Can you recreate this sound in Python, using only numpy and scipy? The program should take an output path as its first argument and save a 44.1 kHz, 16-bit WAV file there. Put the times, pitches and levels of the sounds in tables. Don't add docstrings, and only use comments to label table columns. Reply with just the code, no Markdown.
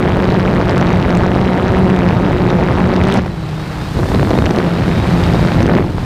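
import sys
import numpy as np
from scipy import signal
from scipy.fft import rfft, irfft
from scipy.io import wavfile
from scipy.ndimage import uniform_filter1d

SR = 44100
rng = np.random.default_rng(int(sys.argv[2]) if len(sys.argv) > 2 else 0)


def ratio(d):
    e = np.asarray(d, float) / 20
    return 10 ** e


def inscribe(sig):
    pcm = np.round(np.clip(np.atleast_2d(sig).T, -1, 1) * 32767)
    wavfile.write(sys.argv[1], SR, pcm.astype(np.int16))


N = 266800
TIME, HZ = np.arange(N) / SR, np.fft.rfftfreq(N, 1 / SR)

# t/s, level/dB
WIND = [(0, -18), (1.41, -17), (1.54, -24), (1.65, -17.5), (3.16, -17.5), (3.3, -24), (3.75, -26.5),
        (3.93, -21), (3.99, -17), (4.47, -14), (4.6, -27.5), (4.87, -17.5), (5.17, -16.5), (5.44, -13),
        (5.52, -23), (5.56, -12), (5.76, -20.5), (6.05, -19)]
# f/Hz, density/dB per Hz
RUMBLE = [(20, -13), (40, -1), (80, 7), (150, 6), (190, -3), (230, -8), (400, -14), (800, -68)]
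# f/Hz, density/dB per Hz
BUFFET = [(120, -31), (200, 4), (260, 3.5), (400, -4), (800, -52)]
# t/s, motor effort/dB, airspeed at the blade tips/dB
MOTORS = [(0, -3, 1.5), (3.03, 1, 1), (3.18, -3.5, -1), (3.45, 1.5, 4), (3.82, 4, 8), (4.11, 2.5, 12.5),
          (4.48, 0, 7.5), (4.7, 6, 7), (5.06, 7, 9.5), (5.27, 7.5, 11), (5.42, 6.5, 10.5), (5.62, 5.5, 7.5),
          (5.68, 2, -1), (5.9, 0, 4), (6.05, 4, 7)]
# f/Hz, density/dB per Hz
ROAR = [(200, -26), (400, 3), (800, 3), (1500, -2), (3000, -10), (3900, -13), (5000, -20), (7000, -39.5),
        (10000, -55)]
# f/Hz, density/dB per Hz
HISS = [(2200, -30), (4200, 5), (6000, 2), (8000, 0), (9700, -2), (11000, -7), (12500, -5), (13600, -9),
        (15500, -7)]
# t/s, length/s, start f/Hz, end f/Hz, level/dB
SPURS = [(3.29, .07, 4020, 3900, -47), (3.365, .1, 3870, 3960, -43), (3.54, .12, 3540, 3960, -42),
         (3.66, .06, 3940, 3880, -45), (3.79, .1, 3500, 3930, -41), (3.88, .13, 3250, 4000, -41),
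         (4.05, .07, 3540, 3620, -39), (4.14, .11, 3900, 4030, -42), (4.19, .11, 3640, 3500, -40),
         (4.318, .15, 3660, 3720, -40), (4.64, .21, 3660, 3930, -41), (4.87, .29, 3800, 3830, -41),
         (4.88, .17, 3580, 3630, -44), (5.16, .07, 3860, 3800, -41), (5.23, .09, 3760, 3880, -40),
         (5.32, .14, 3680, 3874, -39), (5.49, .14, 3780, 3960, -40), (5.677, .12, 3820, 3800, -48),
         (5.9, .08, 3850, 3870, -50)]
# t/s, peak level/dB, f/Hz
BLOWS = [(0.207, -10, 674), (0.253, -4, 680), (0.861, -12, 622), (3.157, -3, 918), (3.184, -18, 560),
         (3.261, -5.5, 609.3), (3.967, -9, 586), (3.989, -3, 552), (4.116, -2, 665), (4.146, -1, 590),
         (4.211, -6, 570), (4.306, 1.5, 650), (4.312, -2.5, 734), (4.318, -10, 552), (4.332, -5.5, 587),
         (4.352, -2.5, 630), (4.375, -1, 695), (4.387, 4, 550), (4.421, 0, 830), (4.554, -14, 592),
         (4.64, -4, 573), (4.665, -6, 567), (4.707, -10, 567), (4.858, -12, 840), (5.354, -0.5, 527),
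         (5.657, 0, 571), (5.733, -6, 579), (5.981, -6, 711)]
# t/s, peak level/dB, top end relative level/dB
CRACKS = [(0.242, -18, -29), (0.3031, -12, -20), (0.343, -18, -24), (.4012, -18.5, -17), (.6951, -10, -24),
          (.7791, -13, -8), (.811, -13, -19), (0.9292, -14, -26), (1.1505, -13, -23), (1.1725, -14, -12),
          (1.4114, -19, -31), (1.681, -15, -29), (1.9902, -15, -22), (2.0883, -12.5, -24),
          (2.5028, -11, -33), (2.802, -18, -28), (2.9627, -13, -24), (3.038, -14, -8), (3.263, -24, -22),
          (4.3054, -15, -26), (4.3893, -16, -29), (4.4573, -9.5, -30), (4.4623, -10, -24),
          (4.5077, -11, -35), (4.561, -13, -17), (4.5858, -11, -24), (5.238, -10, -24), (5.6287, -11, -22),
          (5.6657, -14.5, -8), (5.7513, -14, -29)]
# t/s, peak level/dB, top end relative level/dB
CRACKLE = [(3.0715, -17, -10), (3.0864, -18, -16), (3.1014, -17, -25), (3.1133, -21, -14),
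           (3.1187, -18, -12), (3.1238, -11, -9), (3.1403, -16, -1), (3.1466, -18, -12), (3.157, -21, -22),
           (3.168, -18, -18), (3.1842, -22, -28), (3.1904, -24, -28)]
# t/s, level/dB
WASH = [(0, -20), (3.0, -20.5), (3.185, -18.5), (3.205, -28.5), (3.41, -43), (3.82, -42), (3.95, -38),
        (4.0, -24), (4.08, -26.5), (4.13, -22), (4.47, -21.5), (4.58, -18), (4.66, -24), (5.15, -26),
        (5.44, -23), (5.52, -23), (5.78, -17.5), (5.93, -35.5)]
# t/s, unrest/0-1, lumps in slap size/dB, treble tilt/dB a part
AIR = [(0, 0, 1.4, .5), (3.0, 0.04, 1.4, -0.5), (3.15, 0.32, 1, 2.5), (3.3, 1, 3.5, 1),
       (3.9, 0.7, 2.3, -1.5), (4.05, 0.62, 6, -0.5), (4.65, 0.42, 4.5, -2), (4.8, 1, 3, 1),
       (5.55, 0.64, 2.5, 1.5), (5.7, 0.77, 3, -1.5), (6.05, 1, 4, -4)]
# f/Hz, density/dB per Hz
SLAP = [(60, -18.5), (150, -8), (300, -9.5), (550, -11), (1000, -17.5), (2000, -24.5), (4000, -37.5),
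        (7000, -53), (10000, -60), (15500, -95)]
# centre f/Hz, length/ms, own size scatter level/dB
PARTS = [(305, 2.57, -0.5), (980, 1.48, 0), (2540, 1.08, -2.5), (5650, 0.54, 4.5), (12200, 0.4, 19)]
# t/s, blade passes/Hz, hum level/dB
ROTOR = [(0, 181, -20), (.36, 186, -16), (.6, 181, -18), (1.2, 178, -17.5), (1.45, 186.4, -17),
         (1.92, 186.5, -15), (2.02, 177, -17), (2.36, 182, -18.5), (2.55, 178.6, -17.5), (3.05, 186, -18),
         (3.14, 199, -18), (3.27, 171, -26.5), (3.45, 156, -26.5), (3.93, 155, -25), (4.4, 169, -27.5),
         (4.62, 170, -17), (5.75, 173.5, -17.5), (6.05, 176, -30)]
# multiple of the blade rate, level relative to the second tone/dB
HUM = [(3, -12), (4, -12), (5, -12), (7, -19)]
# t/s, length/s, depth level/dB
GAPS = [
    (0.51, 0.065, -5),
    (0.744, .07, -7),
    (4.1, .25, -19),
    (4.497, 0.061, 2),
    (4.83, .09, -13),
    (4.997, 0.16, -5.5),
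    (5.5, 0.062, -3),
    (5.687, .04, -12.5),
]


def evened(x, size=N):
    return x / np.sqrt(abs(uniform_filter1d(x ** 2, size)) + 1e-20)


def curves(rows, t=TIME):
    s, *columns = np.transpose(rows)
    return [np.interp(t, s, c) for c in columns]


def coloured(x, points):
    f, db = np.transpose(points)
    return irfft(rfft(x) * ratio(np.interp(np.log(HZ + 1), np.log(f), db)), N)


def drift(rate_hz):
    return evened(irfft(rfft(rng.standard_normal(N)) / (1 + (HZ / rate_hz) ** 4), N))


def burst(at, size, ms):
    train = np.bincount(at, size, N)[:N]
    bell = np.exp(-.5 * (np.arange(-300, 301) / SR / (ms / 2000)) ** 2)
    return signal.oaconvolve(train, bell, "same")


def wind():
    wash_db, turn = curves(WASH)[0], curves(AIR)[0]
    buffet_db = -21.5 + 1.06 * (wash_db + 20.5) + 7.5 * turn
    air = rng.standard_normal(N) * ratio(0.59 * drift(22))
    rumble = ratio(curves(WIND)[0] + 1.35) * evened(coloured(air, RUMBLE), size=SR // 4)
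    return rumble + ratio(buffet_db - 4.5) * evened(coloured(air, BUFFET), size=SR // 8)


def motors():
    effort_db, tips_db = curves(MOTORS)
    roar_db, hiss_db = -32.5, -53
    air = rng.standard_normal(N) * ratio(1.57 * drift(270))
    roar = ratio(roar_db + effort_db) * evened(coloured(air, ROAR))
    return roar + ratio(hiss_db + tips_db) * evened(coloured(air, HISS))


def whine(turns):
    line_db = -47.5 - 10 * curves(AIR)[0] + 2.5 * drift(8)
    out = ratio(line_db) * np.sin(2 * np.pi * 21 * turns)
    waver, flutter = 1 + .005 * drift(30), ratio(1.8 * drift(25) - 1)
    for s, length, start_hz, end_hz, db in SPURS:
        part = slice(round(s * SR), round((s + length) * SR))
        glide = np.linspace(start_hz, end_hz, part.stop - part.start)
        partner_db = -57 + 1.5 * abs(end_hz - start_hz) / length / 1000
        cycles = np.cumsum(glide * waver[part]) / SR
        partner = ratio(partner_db - db) * np.sin(2 * np.pi * cycles * 4 / 3)
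        orders = np.sin(2 * np.pi * cycles) + partner
        out[part] += ratio(db) * flutter[part] * orders * signal.windows.tukey(len(glide), .3)
    return out


def blows():
    out = np.zeros(N + SR)
    for s, db, hz in BLOWS:
        u = np.arange(0, 4, hz / SR)
        swing = -np.sin(2 * np.pi * u ** 0.54 * 1.18) * u * np.exp(-u / 0.48)
        start = round((s + .0012) * SR)
        out[start:][:len(u)] += ratio(db - 2.5) * swing / abs(swing).max()
    s, db = np.transpose(BLOWS)[:2]
    edge = ((s + .0015) * SR).astype(int)
    spit = rng.standard_normal(N) * burst(edge, ratio(db + 3), 1.1)
    return out[:N] + coloured(spit, [(300, -36), (900, -4), (2000, -19.5), (4000, -16.5), (8000, -44)])


def cracks():
    s, crack_db, top_db = np.transpose(CRACKS + CRACKLE)
    at = (s * SR).astype(int) + 30
    air = evened(rng.standard_normal(N), size=30)
    bright = [(1200, 3), (3000, 5.5), (6000, -3.5), (9000, -32)]
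    top = [(5000, -6), (8000, 12.5), (11000, 0), (15900, -20)]
    crack = coloured(air * burst(at, ratio(crack_db - 3.0), 1.25), bright)
    return crack + coloured(air * burst(at, ratio(crack_db + top_db - 8), 0.37), top)


def slaps(turns):
    at = np.flatnonzero(np.diff(np.floor(turns)) > 0)
    unrest, spread_db = curves(AIR, at / SR)[:2]
    calm_scatter, rough_scatter = 0.099, 0.27
    scatter = calm_scatter + (rough_scatter - calm_scatter) * unrest
    luck = rng.standard_normal((2 + 2 * len(PARTS), len(at)))
    period = SR / curves(ROTOR, at / SR)[0]
    shared_db = spread_db * luck[1] + 1.0 * (-1.) ** np.arange(len(at))
    air, spectrum = rng.standard_normal(N), 0
    tilt_db = curves(AIR)[2]
    centres = np.log([p[0] for p in PARTS])
    for k, (hz, ms, own_db) in enumerate(PARTS):
        place = at + period * (scatter * luck[0] + 0.047 * luck[2 + 2 * k])
        size = ratio(shared_db + own_db * luck[3 + 2 * k])
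        envelope = burst(np.clip(place, 0, N - 1).astype(int), size, ms)
        envelope = evened(envelope, size=SR // 8) + .2
        envelope *= ratio(tilt_db * (k - 3))
        share = np.interp(np.log(HZ + 1), centres, np.arange(len(PARTS)) == k)
        spectrum = spectrum + share * rfft(air * envelope)
    wash = evened(coloured(irfft(spectrum, N), SLAP), size=SR // 6)
    return ratio(curves(WASH)[0] + 4.5) * wash


def hum(turns):
    first_db = curves(ROTOR)[1]
    for s, length, depth_db in GAPS:
        first_db = first_db + depth_db * np.exp(-((TIME - s) / (length / 2)) ** 2)
    lumps_db = curves(AIR)[1]
    second_db = first_db - 4.5 - 1.34 * lumps_db
    levels = [(1, first_db), (2, second_db)] + [(k, second_db + db) for k, db in HUM]
    near = 0
    for k, db in levels:
        flutter_db = (1 + .4 * lumps_db) * drift(11)
        near = near + ratio(db + flutter_db) * np.cos(2 * np.pi * k * turns + 2.59)
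    far_hz, far_db, far_second_db = 187, -32, -13
    phase = 2 * np.pi * np.cumsum(far_hz * (1 + .015 * drift(3.83))) / SR
    far_tones = np.sin(phase) + ratio(far_second_db) * np.sin(2 * phase)
    return np.sqrt(2) * (near + ratio(far_db + 0.59 * drift(8)) * far_tones)


def scene():
    turns = np.cumsum(curves(ROTOR)[0] * (1 + .006 * drift(12))) / SR
    background = wind() + motors() + whine(turns)
    return (background + blows() + cracks() + slaps(turns) + hum(turns))[None]


def roll_off(x):
    return signal.sosfilt(signal.butter(12, 15960, fs=SR, output="sos"), x)


def record(dry):
    ceiling, knee = .96, 4
    limited = dry / (1 + abs(dry / ceiling) ** knee) ** (1 / knee)
    edge = signal.firwin(1001, 15290, window=("kaiser", 7), fs=SR)[None]
    padded = np.pad(limited, ((0, 0), (500, 500)), "reflect")
    passed = signal.oaconvolve(padded, edge, "valid")
    mix = passed + ratio(-44) * (limited - passed)
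    return roll_off(mix)


dry = scene()
out = record(dry)
inscribe(out)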